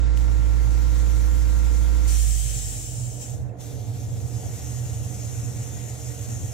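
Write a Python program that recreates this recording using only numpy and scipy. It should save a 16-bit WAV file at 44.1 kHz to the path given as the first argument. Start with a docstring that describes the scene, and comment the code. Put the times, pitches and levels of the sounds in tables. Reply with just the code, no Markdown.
"""An airbrush hisses onto a small part held in a spray booth, over the steady hum of an extractor fan.
A piston compressor throbs and chatters until its tank is full, cuts out and vents with a whistling hiss.
The air stops briefly while the part is turned over with two faint knocks; then the spraying goes on.
Hisses are shaped noise, machine tones are sines, and both reach the two microphone ports of a recorder.
Its gain control ducks under the compressor, so the fan comes up once the compressor has stopped."""
import sys
import numpy as np
from scipy import signal
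from scipy.fft import rfft, irfft
from scipy.io import wavfile
from scipy.ndimage import uniform_filter1d

SR = 44100
rng = np.random.default_rng(int(sys.argv[2]) if len(sys.argv) > 2 else 0)


def pcm_store(signal):
    """Save signal as 16-bit PCM."""
    levels = np.round(np.clip(np.atleast_2d(signal), -1, 1) * 32767)
    wavfile.write(sys.argv[1], SR, levels.astype(np.int16).T)


N = 287973
TIME = np.arange(N) / SR

# Levels are those ahead of the recorder's gain control; spectra give relative levels only.
# Spray passes: [air on t/s, trigger pulled back t/s, air off t/s, full-trigger level/dB]
SPRAY_PASSES = [(0.173, 0.7, 2.78, -42), (3.223, 3.3, 3.345, -47.5), (3.609, 4.28, 6.6, -44.5)]
# Where the jet lands: [t/s, share of the sound's colour from the part's edge and the booth 0-1]
JET_AIM = [(0, 0.49), (2.0, 0.39), (3.2, 0.11), (3.6, 0.34), (3.95, 0.45), (4.3, 0.13), (6.53, 0.024)]
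# Jet square on the part: [f/Hz, level per Hz/dB]
JET_ON_PART = [(590, -8), (1000, -13.5), (1350, -11.5), (1460, -9), (1620, -17), (1840, -6.5),
               (1990, -11.5), (2880, -10), (3300, -12.5), (4610, -15), (6510, 2), (7550, -1), (8980, -9.5),
               (14900, -15.5), (15600, -24.5)]
# Jet past the part's edge, onto the booth: [f/Hz, level per Hz/dB]
JET_OFF_PART = [(710, -43), (1200, -14), (1250, -28), (1690, -22), (2310, -6.5), (2800, -14.5), (3550, 1),
                (4250, -1), (7430, -4.5), (9110, -9.5), (15600, -8.5)]
# The jet at the two microphone ports: [f/Hz, coherence 0-1, left lead/rad, left-right level/dB]
JET_AT_PORTS = [(1180, 0.24, -2.5, 4.5), (2180, 0.28, 0, 3), (3800, 0.42, 0.4, 1), (5200, 0.86, 1.56, 2.5),
                (5800, 0.74, 0.97, 1.5), (7400, .72, 1.85, 4.5), (7950, .6, 1.3, 0), (9160, 0.2, 3, 5),
                (9800, 0, -2, -0.5), (11300, 0.4, -4, 5.5), (14500, 0, 2.2, 2.5)]
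# Ticks of the opening air valve: [t/s, level/dB]
TRIGGER_TICKS = [(0.1742, -30), (3.61, -46)]
# Spit of air in each tick: [f/Hz, level per Hz/dB]
SPIT = [(1200, -20), (2800, 0), (6500, -2), (11000, -14), (16000, -25)]

# Compressor shaft: [t/s, turns per second/Hz]
SHAFT_SPEED = [(0, 28.1), (2.07, 28.1), (2.25, 27.8), (3.3, 27.9)]
# Tones of pump and housing: [multiple of the shaft rate, level against the throb/dB]
HOUSING_TONES = [(3, -56.5), (4, -23), (5, -29), (6, -42), (7, -32.5), (8, -37), (10, -34), (11, -28.5),
                 (12, -43.5), (14, -54), (15, -44.5), (16, -43.5), (17, -46), (18, -32), (23, -39.5),
                 (29, -55), (31, -48), (32, -43), (33, -40.5), (38, -43), (42, -53), (49, -36.5), (58, -57),
                 (62, -60), (67, -45.5), (84, -48)]
# Valve and intake noise: [f/Hz, level per Hz/dB]
VALVE_CHATTER = [(120, -14), (200, -5.5), (300, -4.5), (380, -8), (500, -6.5), (600, -16.5), (920, -7),
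                 (1250, -11.5), (1900, -13), (2800, -18.5), (5000, -21.5), (7600, -20.5), (8800, -33.5),
                 (15000, -42)]
# The compressor at the ports: [f/Hz, coherence 0-1, left lead/rad, left-right level/dB]
PUMP_AT_PORTS = [(100, 0.47, 0, 12.5), (278, 0.61, -0.97, -0.5), (540, 0.85, 0.6, -2),
                 (940, 0.97, -2.25, 0), (1320, 0.72, -1.3, -1), (1970, 0.21, 0.67, 3),
                 (5000, 0.5, -0.3, -0.5)]

# Puffs let out of the compressor head: [start t/s, level/dB, time to sink 10 dB/s]
VENT_PUFFS = [(2.082, -30.5, 0.97), (3.214, -40, 0.04)]
# Vent hiss at full pressure: [f/Hz, level per Hz/dB]
VENT_FULL = [(760, -26), (1300, -10), (1380, -17), (1810, -9), (2400, -13), (2550, -9), (3870, -11.5),
             (5570, -7.5), (6110, -2), (7850, -3), (15600, -17.5)]
# Vent hiss as the pressure falls: [f/Hz, level per Hz/dB]
VENT_FALLING = [(760, -40), (1300, -27.5), (1870, -19), (2080, -21.5), (2280, -19.5), (3110, -15),
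                (4390, -17), (5570, -10), (6370, -3.5), (7690, -2.5), (8440, -8), (14800, -23.5),
                (15600, -16)]
# Slide of the vent's colour: [t/s, share of the falling-pressure hiss 0-1]
VENT_SLIDE = [(2.15, 0.11), (2.3, 0.65), (2.8, 1)]
# Cavity modes of the vent: [f/Hz, level against the hiss before WHISTLE_LIFT_DB/dB,
# loudest t/s, Gaussian width/s]
VENT_WHISTLES = [(5886, -14.5, 2.145, .03), (6590, -23, 2.65, .3), (6831, -23, 2.9, .3),
                 (7149, -23, 2.6, .3), (7494, -21, 2.6, .4), (7607, -16, 2.7, .5), (7803, -15, 2.42, .2),
                 (8414, -25, 2.5, .4), (9222, -27, 2.5, .4), (10239, -27, 2.6, .4)]
# The vent at the ports: [f/Hz, coherence 0-1, left lead/rad, left-right level/dB]
VENT_AT_PORTS = [(1300, 0.53, -1.5, -1), (3800, 0.58, -0.5, 0), (6100, 0.4, 1.1, 0.5), (7750, 0.28, 4.5, 6),
                 (9150, .15, 1, 0), (10400, 0.17, 1, 2.5), (15000, .1, 8.5, 5)]

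# Knocks of the clamped part being turned over: [t/s, f/Hz, level/dB, t60/s]
PART_KNOCKS = [(3.493, 2650, -58, 0.06), (3.555, 680, -39.5, 0.027)]

# Air rushing through the booth fan: [f/Hz, level per Hz/dB]
FAN_RUSH = [(90, -14.5), (170, 5), (220, 0.5), (350, -7), (460, -4.5), (780, -8.5), (1000, -19),
            (1800, -24), (4000, -42.5), (8000, -55), (15000, -67)]
# Blade tones: [f/Hz, level against the rush/dB, left-right level/dB]
BLADE_TONES = [(290.7, -11.5, 12), (300, -12.5, -11), (458.4, -12, 2), (482, -15.5, 2), (723.4, -15, -50)]
# Low rumble of the duct: [f/Hz, level per Hz/dB]
DUCT_RUMBLE = [(20, -33), (40, -31), (52, -15), (85, -12.5), (112, 5), (135, -9), (170, -32), (260, -41),
               (700, -100)]
# Motor hum: [f/Hz, level against the rumble/dB, left-right level/dB]
FAN_MOTOR_TONES = [(76.7, -9.5, -8), (120.14, -1.5, -16.5)]
# Uneven level of the low rumble and its hum tones: [t/s, level/dB]
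RUMBLE_LEVEL = [(2.05, -31), (2.18, -33.5), (2.55, -29.5), (2.8, -34), (3.04, -26.5), (3.22, -37),
                (3.43, -27), (3.55, -40.5), (3.82, -30.5), (4.3, -29.5), (4.62, -34.5), (4.73, -29.5),
                (4.96, -29), (5.17, -32.5), (5.57, -29), (5.68, -34.5), (6.25, -33), (6.43, -29.5),
                (6.53, -33.5)]
# Fan and duct at the ports: [f/Hz, coherence 0-1, left lead/rad, left-right level/dB]
FAN_AT_PORTS = [(60, 0.94, 1.5, 5.5), (115.6, 0.61, 0.07, -4.5), (168, 0.45, 1.33, -0.5),
                (424, 0.62, -0.76, -6), (523, 0.41, -1.4, -1.5), (640, 0.38, 0.26, -6),
                (1140, 0.42, -2.1, 0.5), (3000, 0.18, 0.1, -1)]

OPEN_DB_PER_S, CLOSE_DB_PER_S = 720, 128  # how fast the spray comes; how fast spray and vent die away
SPURT_DB, SPURT_S = 5, 0.084  # pressure stored in the hose escapes first
LIGHT_DB, PULL_S = -6.5, 0.12  # each pass starts on a light trigger, which is then pulled back
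COMPRESSOR_DB, CUT_OUT_S = -14.5, 2.093  # level of the deep throb; the motor is switched off
COAST_S, COAST_STEEPNESS = 0.32, 3.0  # the throb coasts down to half its amplitude in this time
UNLOAD_DB_PER_S, IDLE_DB = 112, -16  # the piston's work ends quickly, leaving a light idle rattle
MAINS_HUM_HZ, MAINS_DB = 120, -21.5  # the motor's hum, with its level against the throb
MAINS_SWING = 0.73  # how far the strokes swing the hum, as a share of its amplitude
VENT_OPEN_DB_PER_S, VENT_SHUT_S = 800, 3.295  # the vent snaps open, and seats again once the head is empty
WHISTLE_LIFT_DB = 2
FAN_DB = -45.5  # level of the fan's rush
KNEE_DB, RATIO, RECOVER_DB_PER_S = -22, 4.03, 4.0  # the recorder's gain control
EDGE_HZ = 15750  # upper band limit of the recorder


def airbrush():
    """The jet hisses on the part inside the booth, fluttering a little as paint is torn off the needle."""
    jet = rush(JET_ON_PART, JET_AT_PORTS, patchy_db=1.5, other=JET_OFF_PART, blend=JET_AIM)
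    flow = sum(spray_pass(*row) for row in SPRAY_PASSES)
    flutter = amp(0.71 * wander(hz=25))
    return reflected(jet, wet=0.11, t60=0.15) * flow * flutter


def spray_pass(on_s, pull_s, off_s, db):
    """Strength of one pass: a spurt of stored air, a moment on a light trigger, then the full jet."""
    spurt = np.exp(-since(on_s) / SPURT_S)
    light = (1 - np.tanh((TIME - pull_s) / (2 * PULL_S))) / 2
    return valve(on_s, off_s, OPEN_DB_PER_S) * amp(db + SPURT_DB * spurt + LIGHT_DB * light)


def trigger(decay_s=0.002):
    """The opening air valve lets out a short spit of noise that dies away exponentially."""
    spit = rush(SPIT, JET_AT_PORTS, patchy_db=0)
    ticks = 0
    for s, db in TRIGGER_TICKS:
        ticks = ticks + amp(db) * (TIME >= s) * np.exp(-abs(TIME - s) / decay_s)
    return spit * ticks


def compressor(chatter_db=-27.5, buzz_db=-31.5, stroke_depth=0.39):
    """Piston strokes give a deep throb, pulsing motor hum, housing tones and valve chatter on each turn."""
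    shaft_rate = curve(SHAFT_SPEED) * (1 + 0.00036 * wander(hz=4.5))
    turns = np.cumsum(shaft_rate) / SR
    first_rate = SHAFT_SPEED[0][1]
    coast = 1 / (1 + (since(CUT_OUT_S) / COAST_S) ** COAST_STEEPNESS)
    load = np.maximum(amp(-UNLOAD_DB_PER_S * since(CUT_OUT_S)), amp(IDLE_DB) * coast)
    throb = tone(2 * turns, lead=1.56, balance_db=-12.0)

    housing = 0
    for multiple, db in HOUSING_TONES:
        _, lead, balance_db = read(PUMP_AT_PORTS, multiple * first_rate)
        housing = housing + amp(db) * tone(round(multiple) * turns, lead, balance_db)

    chatter = rush(VALVE_CHATTER, PUMP_AT_PORTS, patchy_db=2)
    # the valves rattle alike on every turn: one turn's burst, repeated, is a dense buzz
    burst_s = turns % 1 / first_rate
    buzz = evened(np.array([np.interp(burst_s, TIME, port[::-1]) for port in chatter]))
    stroke = 1 + stroke_depth * np.cos(2 * np.pi * turns)

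    mains_pulse = 1 + MAINS_SWING * np.cos(4 * np.pi * turns)  # two pulses a turn
    mains = amp(MAINS_DB) * mains_pulse * tone(MAINS_HUM_HZ * TIME, lead=0, balance_db=0)
    rattle = mains + housing + amp(chatter_db) * chatter + amp(buzz_db) * stroke * buzz
    return amp(COMPRESSOR_DB) * (coast * throb + load * rattle)


def vent():
    """The head empties through a small valve across the room; narrow modes whistle as pressure falls."""
    air = rush(VENT_FULL, VENT_AT_PORTS, patchy_db=1.1, other=VENT_FALLING, blend=VENT_SLIDE)
    air = reflected(air, wet=0.59, t60=0.15)
    for hz, db, peak_s, width_s in VENT_WHISTLES:
        turns = np.cumsum(hz + 9 * wander(hz=39.7)) / SR
        swell = np.exp(-((TIME - peak_s) / width_s) ** 2 / 2)
        strength = amp(db + 3.6 * wander(hz=12) + WHISTLE_LIFT_DB)
        air = air + swell * strength * tone(turns, lead=1.2, balance_db=4.5)
    return air * vent_flow()


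def vent_flow():
    """Each puff sinks ever faster as its pressure runs out, until the valve seats; powers add."""
    puffs = []
    for s, db, sink_s in VENT_PUFFS:
        pressure = amp(db - 10 * (since(s) / sink_s) ** 2)
        puffs.append(valve(s, VENT_SHUT_S, VENT_OPEN_DB_PER_S) * pressure)
    return np.linalg.norm(puffs, axis=0)


def handling():
    """Each knock rings briefly on one mode of the part or its clamps, alike at both ports."""
    knocks = 0
    for s, hz, db, t60 in PART_KNOCKS:
        ring = np.sin(2 * np.pi * hz * since(s))
        knocks = knocks + amp(db - 60 * since(s) / t60) * ring
    return knocks


def fan():
    """The extractor: rushing air with blade tones, over a low rumble and hum of uneven level."""
    air = rush(FAN_RUSH, FAN_AT_PORTS, patchy_db=1.5, size=2048) + hum(BLADE_TONES)
    rumble = rush(DUCT_RUMBLE, FAN_AT_PORTS, patchy_db=2, size=4096) + hum(FAN_MOTOR_TONES)
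    # level the slow drift, so that only the quick beating stays random
    rumble = rumble / np.sqrt(uniform_filter1d(rumble.mean(0) ** 2, size=SR // 6))
    return air * amp(FAN_DB) + rumble * amp(curve(RUMBLE_LEVEL))


def hum(tones):
    """Steady machine tones that waver in pitch and strength."""
    out = 0
    for hz, db, balance_db in tones:
        turns = np.cumsum(hz * (1 + 0.0015 * wander(hz=3.03))) / SR
        out = out + amp(db + 2 * wander(hz=7.1)) * tone(turns, 0, balance_db)
    return out


def rush(spectrum, ports, patchy_db, other=None, blend=None, size=1024):
    """Turbulent noise at both ports; its colour can slide towards another spectrum."""
    hop = size // 4
    t, hz = np.arange(N // hop + 5) * hop / SR, np.fft.rfftfreq(size, 1 / SR)
    a, b, c, d, patches = rng.standard_normal((5, len(t), len(hz)))
    shared, separate = a + 1j * b, c + 1j * d
    # smooth over frames, then over frequency bins
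    patches = uniform_filter1d(uniform_filter1d(patches, size=10, axis=0), size=14, axis=1)
    field_db = read(spectrum, hz)[0] + np.zeros((len(t), 1))
    if other is not None:
        share = np.clip(curve(blend, t), 0, 1)[:, None]
        field_db += share * (read(other, hz)[0] - field_db)
    gain = amp(field_db)
    # every frame is brought to equal power before the patches are laid on
    gain *= amp(patchy_db * patches / patches.std()) / np.linalg.norm(gain, axis=1, keepdims=True)
    same, lead, balance_db = read(ports, hz)
    same = np.clip(same, 0, 1)
    left = shared * np.exp(1j * lead) * amp(balance_db / 2)
    right = (same * shared + np.sqrt(1 - same ** 2) * separate) * amp(-balance_db / 2)
    frames = np.array([(left * gain).T, (right * gain).T])
    return evened(signal.istft(frames, nperseg=size, noverlap=size - hop)[1][:, :N])


def reflected(pair, wet, t60):
    """Walls add dense echoes that comb a hiss into fine fixed ridges, other ones at each port."""
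    t = np.arange(SR // 4) / SR
    signs = rng.choice([-1., 1.], (2, len(t)))
    sparse = rng.random((2, len(t))) < 0.1
    taps = signs * sparse * amp(-60 * t / t60)
    taps = taps / np.linalg.norm(taps, axis=1, keepdims=True)
    echoes = signal.oaconvolve(pair, taps, axes=1)[:, :N]
    wet = np.clip(wet, 0, 1)  # share of the power
    return evened(np.sqrt(1 - wet) * pair + np.sqrt(wet) * echoes)


def tone(turns, lead, balance_db):
    """A sine at both ports, of rms 1 at the centre."""
    angle = 2 * np.pi * (turns + rng.random())
    return evened(np.array([amp(balance_db) * np.sin(angle + lead), np.sin(angle)]))


def valve(on_s, off_s, open_db_per_s):
    """Air flow, 0-1, through a valve that opens quickly, holds and dies away."""
    return amp(-open_db_per_s * np.maximum(on_s - TIME, 0) - CLOSE_DB_PER_S * since(off_s))


def wander(hz):
    """Slow chance of rms 1, up to about hz."""
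    spectrum = rfft(rng.standard_normal(N))
    slow = irfft(spectrum * np.exp(-(np.fft.rfftfreq(N, 1 / SR) / hz) ** 2), N)
    return (slow - slow.mean()) / slow.std()


def evened(pair):
    """Scales a stereo pair so that its centre, the mean of the ports, has rms 1."""
    return pair / np.sqrt(np.mean(pair.mean(0) ** 2) + 1e-20)


def since(s):
    """Seconds gone by since s, zero before."""
    return np.maximum(TIME - s, 0)


def amp(db):
    """Decibels to gain."""
    return 10 ** (np.asarray(db) / 20)


def curve(rows, t=TIME):
    """A control curve read at the times t."""
    return np.interp(t, *np.transpose(rows))


def read(rows, hz):
    """Every column of a table over frequency, read on a log axis."""
    f, *columns = np.transpose(rows)
    return [np.interp(np.log(hz + 1), np.log(f + 1), c) for c in columns]


def scene():
    """All sources at the two ports."""
    return airbrush() + trigger() + compressor() + vent() + handling() + fan()


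def record(dry):
    """Gain control holds everything down while the compressor throbs and recovers slowly; then a band limit."""
    level_db = 10 * np.log10(abs(uniform_filter1d(dry.mean(0) ** 2, size=SR // 7)) + 1e-12)
    cut_db = np.maximum(level_db - KNEE_DB, 0) * (1 - 1 / RATIO)
    recovery = RECOVER_DB_PER_S * TIME
    # a running maximum: the cut deepens at once but eases only at the recovery rate
    held_db = np.maximum.accumulate(cut_db + recovery) - recovery
    ducked = dry * amp(-held_db)
    low_pass = signal.firwin(1023, EDGE_HZ, window=("kaiser", 9), fs=SR)
    return signal.oaconvolve(ducked, low_pass[None], "same", axes=1)


dry = scene()
out = record(dry)
pcm_store(out)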